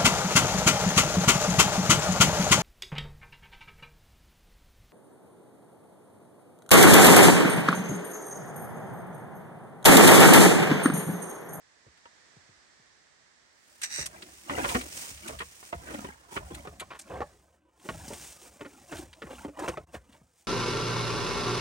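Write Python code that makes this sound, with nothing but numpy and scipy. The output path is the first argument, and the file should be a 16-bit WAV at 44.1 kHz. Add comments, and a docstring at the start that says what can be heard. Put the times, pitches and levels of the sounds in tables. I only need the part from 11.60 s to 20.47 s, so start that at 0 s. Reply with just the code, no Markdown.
"""Dry brush crushed by a walker who lowers two large dry bones and pushes past a spruce.
Stalks fail in bursts of tiny fractures; stems and twigs break, and bones tap and knock hollowly.
Needles swish, soft ground thuds and rumbles underfoot, and bone strikes and rasps along a branch.
The walker starts on the right and moves mostly ahead of the microphones, over a faint open-air hiss."""
import sys
import numpy as np
from scipy import signal
from scipy.fft import rfft, irfft, next_fast_len
from scipy.io import wavfile
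from scipy.ndimage import uniform_filter1d, map_coordinates

SR = 44100
rng = np.random.default_rng(int(sys.argv[2]) if len(sys.argv) > 2 else 0)


def pcm_store(signal):
    """Save signal as 16-bit PCM."""
    levels = np.round(np.clip(np.atleast_2d(signal), -1, 1) * 32767)
    wavfile.write(sys.argv[1], SR, levels.astype(np.int16).T)


N = 391166

# weight landing on soft ground: start_s, thud_rel_db, rumble_db
FOOTFALLS = [(0.266, -52, -69), (.766, -51.5, -74), (0.89, -55, -73), (1.196, -61, -80),
             (2.389, -39.5, -48), (2.927, -52, -41), (3.51, -50, -51), (3.702, -46, -44), (4.147, -41, -43),
             (4.781, -48, -43), (4.918, -39, -44), (5.077, -43.5, -53), (5.218, -52, -54.5),
             (5.501, -47, -40), (6.305, -37.5, -37.5), (6.478, -44, -49), (7.335, -39.5, -43.5),
             (7.636, -39, -48), (8.094, -56, -49), (8.201, -48, -55), (8.364, -40, -58),
             (8.613, -52.5, -70)]
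# ground rumble spectrum: freq_hz, density_db
GROUND_SPECTRUM = [(30, -16.5), (48, 4), (72, 12.5), (105, -1.5), (180, -1), (300, -48)]


def amp(db):
    """Decibels to gain."""
    return 10 ** (np.asarray(db) / 20)


def unit_rms(x):
    """Scale to rms 1."""
    return x / np.sqrt(np.mean(x ** 2) + 1e-20)


def unit_energy(x):
    """Scale each row to energy 1."""
    return x / np.sqrt(np.sum(x ** 2, axis=1, keepdims=True) + 1e-20)


def log_interp(points, hz):
    """Read (freq_hz, value) points on a log axis."""
    knots_hz, values = np.transpose(points)
    return np.interp(np.log(hz + 1), np.log(knots_hz + 1), values)


def curves(rows):
    """Per-sample curve for each column after time_s."""
    time_s, *columns = np.transpose(rows)
    return [np.interp(np.arange(N) / SR, time_s, column) for column in columns]


def wobble(rate_hz):
    """Smooth random curve, knots at rate_hz."""
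    knots = rng.standard_normal(int(N * rate_hz / SR) + 4)
    return map_coordinates(knots, [np.arange(N) * rate_hz / SR])


def filtered(x, response):
    """Apply a complex frequency response."""
    size = next_fast_len(N + SR // 2)
    return irfft(rfft(x, size) * response(np.fft.rfftfreq(size, 1 / SR)), size)[..., :N]


def coloured(x, spectrum):
    """Shape by a spectrum, at rms 1."""
    return unit_rms(filtered(x, lambda hz: amp(log_interp(spectrum, hz))))


def band(x, lo_hz, hi_hz, order=2):
    """Causal band-pass."""
    edges_hz = [lo_hz, min(hi_hz, SR / 2 - 1000)]
    return signal.sosfilt(signal.butter(order, edges_hz, 'band', fs=SR, output='sos'), x)


def add(track, start_s, sound):
    """Mix in at start_s."""
    part = track[..., round(start_s * SR):][..., :sound.shape[-1]]
    part += sound[..., :part.shape[-1]]


def ringing(hz, t60_s, t):
    """Damped sines, one row per mode."""
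    return np.sin(2 * np.pi * hz[:, None] * t) * amp(-60 * t / t60_s[:, None])


def struck(blows, hz, db, t60_s):
    """Blows exciting a set of modes."""
    modes = amp(db) @ ringing(hz, t60_s, np.arange(blows.shape[1]) / SR)
    return signal.fftconvolve(blows, modes[None], axes=1)[:, :blows.shape[1]]


def impulses(size, rate_hz, spread_db):
    """Random tiny breaks or contacts of uneven size; rows: direct, scattered."""
    happens = rng.random((2, size)) < rate_hz / SR
    sizes = amp(spread_db * np.clip(rng.standard_normal((2, size)), -2, 2))
    return happens * sizes * rng.choice([-1, 1], (2, size))


def burst(t, length_s, rise_s=0.00054, release_s=0.0076, settle_s=0.037, settle_db=-21):
    """Envelope of a run of impulses: rise, hold, release, weak settling tail."""
    after_s = np.maximum(t - length_s, 0)
    tail = amp(settle_db) * np.exp(-after_s / min(settle_s, 4 * length_s))
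    return (1 - np.exp(-t / rise_s)) * (np.exp(-after_s / release_s) + tail)


def air():
    """Diffuse hiss of dry grass, stronger on the right."""
    # hiss envelope: time_s, level_rel_db
    levels = [(0, -63.5), (.7, -59), (1.5, -62), (5.7, -66.5), (6.1, -116)]
    # hiss spectrum: freq_hz, density_db
    spectrum = [(100, -0.5), (1400, 0.5), (1800, 6.5), (2700, -5), (5000, -1.5), (8000, -6), (11500, -34)]
    hiss = coloured(rng.standard_normal((2, N)), spectrum)
    return amp(curves(levels)[0]) * hiss * amp([[-2.5], [1.8]])


def bone_crack(blows, t60_cycles=36):
    """Blows ring the flat bone, slightly differently at each contact point."""
    # flat bone modes: freq_hz, level_db
    modes = [(1140, 5), (1270, 2), (1440, 6.5), (1830, 7.5), (2090, -10.5), (2400, -9.5), (2940, -7)]
    hz, db = np.transpose(modes)
    detune, louder = rng.standard_normal((2, len(hz)))
    ring = struck(blows, hz * np.exp(0.011 * detune), db + 2 * louder, t60_cycles / hz)
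    return 0.69 * unit_energy(band(blows, 694, 2610, order=3)) + unit_energy(ring)


def knocks_and_crunches(ref_hz=520, width_ratio=1.8, dull_gain=0.53):
    """A footfall scuff, bones tapping and knocking hollowly, stems breaking: blows ring damped modes."""
    # short knocks and crunches: start_s, length_s, knock_db, pitch_hz, crack_db
    knocks = [(0.265, 0.0037, -50.5, 260, -76), (0.455, 0.0015, -40, 950, -55),
              (2.382, 0.012, -40.5, 423, -59), (2.895, 0.0041, -34, 840, -26.5),
              (2.904, 0.018, -34, 300, -37), (2.978, 0.015, -27.5, 526, -35), (3.043, 0.012, -29, 575, -27),
              (3.146, 0.014, -23, 253.5, -24.5), (3.69, 0.0083, -37.5, 451, -41),
              (3.802, 0.019, -45.5, 483, -33.5), (4.027, 0.0033, -43, 737, -53),
              (4.126, 0.0097, -29.5, 690, -41.5), (4.285, 0.044, -43, 335, -46),
              (4.444, 0.0079, -36.5, 285, -40), (4.764, 0.013, -34.5, 402, -29.5),
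              (4.904, 0.011, -38, 354, -56), (5.048, .012, -40.5, 562, -49),
              (5.071, 0.0044, -35.5, 420, -37), (5.21, 0.015, -38, 778, -45),
              (5.304, 0.029, -47, 804, -41.5), (5.344, .02, -53, 880, -46), (5.5, 0.09, -38.5, 535, -61),
              (5.604, 0.0037, -25.5, 613, -68), (5.615, 0.011, -27.5, 594, -73),
              (6.288, 0.0078, -31, 492, -29), (6.503, 0.031, -39.5, 307, -56), (7.007, 0.01, -36, 308, -38),
              (7.047, 0.02, -42.5, 290, -43.5), (7.323, 0.0097, -34, 323, -36),
              (7.619, 0.01, -40, 460, -36.5), (7.668, 0.0068, -43, 590, -49),
              (7.847, 0.0051, -27.5, 298, -48), (7.88, 0.01, -37.5, 292, -56),
              (7.987, 0.021, -37, 576, -43), (8.029, 0.019, -33.5, 680, -54),
              (8.078, 0.015, -28, 375, -29.5), (8.17, 0.0071, -30, 438, -37.5),
              (8.345, 0.01, -38.5, 549, -38.5)]
    # knock modes: pitch_ratio, level_db, t60_s (for a knock at ref_hz)
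    modes = [(1.002, 2, 0.083), (1.378, 3.5, 0.039), (1.88, 0.5, 0.025), (2.94, -6.5, 0.068)]
    out, t = np.zeros((2, N)), np.arange(SR // 5) / SR
    ratio, mode_db, t60_s = np.transpose(modes)
    for start_s, length_s, knock_db, pitch_hz, crack_db in knocks:
        blows = burst(t, length_s) * impulses(len(t), rate_hz=2200, spread_db=3)
        blows[0, round(length_s * SR / 2)] += 3  # main blow mid-run
        dull_hz = np.sqrt(pitch_hz * ref_hz)
        dull = band(blows, dull_hz / width_ratio, dull_hz * width_ratio)
        ring = struck(blows, pitch_hz * ratio, mode_db, t60_s * ref_hz / dull_hz)
        knock = dull_gain * unit_energy(dull) + unit_energy(ring)
        for part, db in (knock, knock_db), (bone_crack(blows), crack_db):
            add(out, start_s, amp(db) * unit_energy(part) * np.sqrt(length_s * SR))
    return out


def thuds(start_hz=210, end_hz=80, sink_s=0.0093, rise_s=0.0018, t60_s=0.1, scuff_db=-4):
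    """Soft ground yields: a dull scuff and a falling thud, detuned per step."""
    out, t = np.zeros((2, N)), np.arange(SR // 4) / SR
    envelope = amp(-60 * t / t60_s) * (1 - np.exp(-t / rise_s))
    sinking = np.exp(-t / sink_s)
    for (start_s, db, _), detune in zip(FOOTFALLS, rng.standard_normal(len(FOOTFALLS))):
        hz = (end_hz + (start_hz - end_hz) * sinking) * np.exp(0.19 * detune)
        tone = np.sin(2 * np.pi * np.cumsum(hz) / SR)
        scuff = unit_rms(band(rng.standard_normal(len(t)), 130, 600)) * sinking
        add(out[0], start_s, amp(db + 3.5) * envelope * (tone + amp(scuff_db) * scuff))
    return out


def rumble(rise_s=0.015, hold_s=0.011, fall_s=0.078):
    """The ground shakes briefly after each thud."""
    strength, t = np.zeros(N), np.arange(SR // 2) / SR
    shake = (1 - np.exp(-t / rise_s)) * np.exp(-np.maximum(t - hold_s, 0) / fall_s)
    for start_s, _, rumble_db in FOOTFALLS:
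        add(strength, start_s, amp(rumble_db) * shake)
    return strength * coloured(rng.standard_normal((2, N)), GROUND_SPECTRUM)


def bright_clicks(length_s=0.0073, low_hz=1400, split_hz=4200, top_hz=10200):
    """Thin twigs snapping and bone striking a branch: millisecond bursts with no ring."""
    # sharp bright clicks: start_s, treble_db, crack_db
    clicks = [(0.372, -70, -61), (2.215, -36, -36.5), (2.233, -33.5, -34), (2.458, -30.5, -36),
              (2.621, -69, -40.5), (3.088, -38.5, -30.5), (3.211, -46, -36.5), (3.411, -41, -49),
              (3.573, -58, -48), (3.677, -35.5, -37.5), (3.788, -43.5, -37.5), (4.945, -42, -39),
              (5.197, -36.5, -32), (5.39, -39, -43.5), (5.412, -45.5, -60), (6.196, -62, -58.5),
              (6.479, -40.5, -58), (6.533, -41, -40), (7.365, -49, -42), (7.383, -47, -43.5),
              (7.529, -61, -45), (7.991, -43, -55), (8.083, -36, -46), (8.525, -65, -55.5),
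              (8.562, -70, -61)]
    out, t = np.zeros((2, N)), np.arange(SR // 8) / SR
    envelope = burst(t, length_s, rise_s=0.001, release_s=0.0055, settle_s=0.02, settle_db=-15)
    for start_s, treble_db, crack_db in clicks:
        blows = envelope * impulses(len(t), rate_hz=3500, spread_db=4)
        treble = band(blows, split_hz, top_hz, order=3)
        crack = band(blows, low_hz, split_hz)
        for part, db in (treble, treble_db), (crack, crack_db):
            add(out, start_s, amp(db) * unit_energy(part) * np.sqrt(length_s * SR))
    return out


def push_levels_db(edge_db=12, roundness=1.85):
    """Stalk and twig levels: pushes swell and fade over a light rustle."""
    # rustle of walking: time_s, stalk_rel_db, twig_rel_db
    rustle = [(1.7, -93, -96.5), (2.1, -89, -58), (3.0, -84, -46.5), (4.0, -73, -48.5), (4.65, -57, -60.5),
              (5.7, -58.5, -59.5), (5.96, -63, -70), (6.12, -65, -99), (6.9, -58, -55.5),
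              (8.26, -59.5, -65), (8.86, -72, -71)]
    # pushes through brush: peak_s, rise_s, fall_s, stalk_rel_db, twig_rel_db
    pushes = [(2.54, 0.36, 0.25, -51.5, -69), (2.974, 0.088, 0.25, -35.5, -38.5),
              (3.11, 0.081, 0.14, -45.5, -32.5), (3.388, 0.12, 0.2, -60, -36),
              (3.68, 0.061, 0.087, -43, -43), (4.05, 0.043, 0.069, -75, -47.5),
              (4.381, 0.19, 0.15, -41.5, -45.5), (4.75, 0.043, 0.047, -45, -42.5),
              (4.95, 0.2, 0.24, -49.5, -51), (5.522, 0.095, 0.1, -48.5, -57),
              (6.279, 0.059, 0.35, -50.5, -47), (6.521, 0.2, 0.07, -51, -51.5),
              (6.682, 0.32, 0.092, -68, -40.5), (6.842, 0.071, 0.07, -54.5, -46),
              (7.18, 0.25, 0.09, -56.5, -57.5), (7.379, 0.11, 0.079, -45, -43.5),
              (7.81, 0.2, 0.073, -45.5, -49.5), (8.048, 0.073, 0.12, -38.5, -46),
              (8.35, 0.022, 0.029, -46, -48.5), (8.541, 0.083, 0.072, -55, -61.5),
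              (8.8, 0.069, 0.066, -72, -60)]
    t = np.arange(N) / SR
    power = amp(curves(rustle)) ** 2
    for peak_s, rise_s, fall_s, stalk_db, twig_db in pushes:
        near = np.abs(t - peak_s) < 1
        away = np.maximum((peak_s - t[near]) / rise_s, (t[near] - peak_s) / fall_s)
        swell = amp(-edge_db * away ** roundness)
        power[:, near] += (amp([[stalk_db], [twig_db]]) * swell) ** 2
    return 10 * np.log10(power)


def stalk_flicks(rate_hz=260, t60_at_1khz_s=0.03, spread_db=8):
    """Stalks flick past one another, each ringing at its own pitch."""
    t = np.arange(SR // 25) / SR
    when, pitch, size, side = rng.random((int(rate_hz * N / SR), 4)).T
    hz = 220 * 2 ** (4 * pitch)
    gain = hz ** 1.2 * amp(spread_db * size)
    grains = ringing(hz, t60_at_1khz_s * np.sqrt(1000 / hz), t) * gain[:, None]
    at = ((when * N).astype(int)[:, None] + np.arange(len(t))).ravel()
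    direct = np.bincount(at, grains.ravel(), N)[:N]
    scattered = np.bincount(at, (grains * np.sign(side - .5)[:, None]).ravel(), N)[:N]
    return unit_rms(np.array([direct, scattered]))


def load_shifts(x, depth_db=6):
    """Narrow resonances come and go as successive stalks take the load."""
    spectra = signal.stft(x, nperseg=1024)[2]
    field = uniform_filter1d(rng.standard_normal(spectra.shape[1:]), size=2, axis=0)
    field = uniform_filter1d(field, size=6, axis=1)
    gain = amp(depth_db * np.clip(unit_rms(field), -2, 2))
    return unit_rms(signal.istft(spectra * gain)[1][:, :N])


def push_rumble(stalk_db, firm_push_db=-45.5, ground_db=-56.5, lag_s=0.051, smooth_s=0.082):
    """Ground rumble trails the load on the stalks."""
    t = np.arange(N) / SR
    load_db = np.interp(t - lag_s, t, uniform_filter1d(stalk_db, round(smooth_s * SR))) - firm_push_db
    return amp(ground_db + 0.96 * load_db) * coloured(rng.standard_normal((2, N)), GROUND_SPECTRUM)


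def brush():
    """Stalks crush in clumps, fine twigs swish and tick, the ground rumbles."""
    # crushed stalk spectrum: freq_hz, density_db
    stalk_spectrum = [(90, -21), (170, -1), (335, 4.5), (430, -5), (530, 0), (680, 0.5), (1050, -2.5),
                      (1400, -6.5), (1810, -8.5), (2800, -13.5), (4000, -22.5), (8000, -69.5)]
    # swishing twig spectrum: freq_hz, density_db
    twig_spectrum = [(1200, -1), (2600, 3), (4200, -1), (5800, 3), (9300, 4), (11500, -6.5), (15800, -4.5)]
    stalk_db, twig_db = push_levels_db()
    clumps = wobble(110)
    force = np.clip((stalk_db + 68.5) / 20, 0, 1)  # 0 only rustles, 1 breaks and flicks
    crushing = unit_rms(impulses(N, rate_hz=1800, spread_db=1) * amp(5.84 * force * clumps))
    flicks = 0.55 * force * stalk_flicks()
    stalks = coloured(load_shifts(crushing + flicks), stalk_spectrum)
    flutter = amp(1.1 * clumps + 1.3 * wobble(350))
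    swish = coloured(impulses(N, rate_hz=7700, spread_db=-0.5) * flutter, twig_spectrum)
    ticks = unit_rms(band(impulses(N, rate_hz=28, spread_db=2.5), 700, 3500))
    twigs = swish + amp(-16) * ticks
    return push_rumble(stalk_db) + amp(stalk_db - 1.5) * stalks + amp(twig_db - 4) * twigs


def bone_rasp():
    """Bark catches rapidly on the dragged bone and excites its resonances."""
    # drag along a branch: time_s, level_db
    drag = [(2.2, -100), (2.235, -30.5), (2.29, -48.5), (2.33, -35.5), (2.425, -34), (2.447, -44),
            (2.54, -100)]
    # bone resonances: centre_hz, width_hz, level_db
    resonances = [(1870, 330, -2), (2800, 200, -7), (3860, 220, -4), (4820, 340, -7.5), (5850, 120, 4.5),
                  (6950, 560, -8), (8230, 370, -2.5)]

    def response(hz):
        return sum((-1) ** k * amp(db) * 1j * hz * width_hz
                   / (centre_hz ** 2 - hz ** 2 + 1j * hz * width_hz)
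                   for k, (centre_hz, width_hz, db) in enumerate(resonances))

    catches = impulses(N, rate_hz=11000, spread_db=5) * amp(2.3 * wobble(400))
    return amp(curves(drag)[0]) * unit_rms(filtered(catches, response))


def mic_pair(sound, likeness, lag_ms, fade_hz):
    """Direct and scattered rows to stereo; the left lags, mainly below fade_hz."""
    def split(hz):
        angle = np.arccos(np.clip(log_interp(likeness, hz), -1, 1)) / 2
        return np.array([np.cos(angle), np.sin(angle)])

    def delay(hz):
        lag_s = lag_ms / 1000 * np.exp(-(hz / fade_hz) ** 2)
        return np.exp(np.array([[-1j], [1j]]) * np.pi * hz * lag_s)

    direct, scattered = filtered(sound, split)
    return filtered(np.array([direct + scattered, direct - scattered]), delay)


def scene(dip_s=8.26, dip_width_s=0.011, dip_db=-21):
    """The walker moves from the right to mostly ahead; the level dips briefly near the end."""
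    # branch scatter, walker aside: freq_hz, left_right_likeness
    likeness_aside = [(130, 0.97), (700, 0.81), (1800, 0.36), (4000, 0.31), (7800, 0.073), (10000, 1)]
    # branch scatter, walker ahead: freq_hz, left_right_likeness
    likeness_ahead = [(130, 0.98), (1500, 1), (7000, 1), (10000, .8)]
    # channel balance, walker aside: freq_hz, left_minus_right_db
    shade = [(80, 0.5), (280, 4), (600, -3), (1100, -6), (2400, 4), (5500, -6.5), (10000, 0)]
    walker = knocks_and_crunches() + bright_clicks() + thuds() + rumble() + brush() + bone_rasp()
    walker *= amp(dip_db * np.exp(-((np.arange(N) / SR - dip_s) / dip_width_s) ** 2))
    ahead_share = curves([(4.8, 0.025), (5.35, 0.7)])[0]
    aside = mic_pair(walker * (1 - ahead_share), likeness_aside, lag_ms=0.41, fade_hz=3280)
    aside = filtered(aside, lambda hz: amp(np.array([[.5], [-.5]]) * log_interp(shade, hz)))
    ahead = mic_pair(amp(-1.01) * ahead_share * walker, likeness_ahead, lag_ms=0.049, fade_hz=1540)
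    return aside + ahead + air()


def record(dry, widen_from_hz=8740, turn_span_hz=3520, low_cut_hz=43, top_hz=15900):
    """Opposed channel phases widen the top octave; deep bass and extreme treble are cut."""
    def widen(hz):
        turns = np.maximum(hz - widen_from_hz, 0) / turn_span_hz
        return np.exp(np.array([[1j], [-1j]]) * np.pi * turns)

    low_cut = signal.butter(5, low_cut_hz, 'high', fs=SR, output='sos')
    wide = signal.sosfilt(low_cut, filtered(dry, widen))
    return filtered(wide, lambda hz: hz < top_hz)


dry = scene()
out = record(dry)
pcm_store(out)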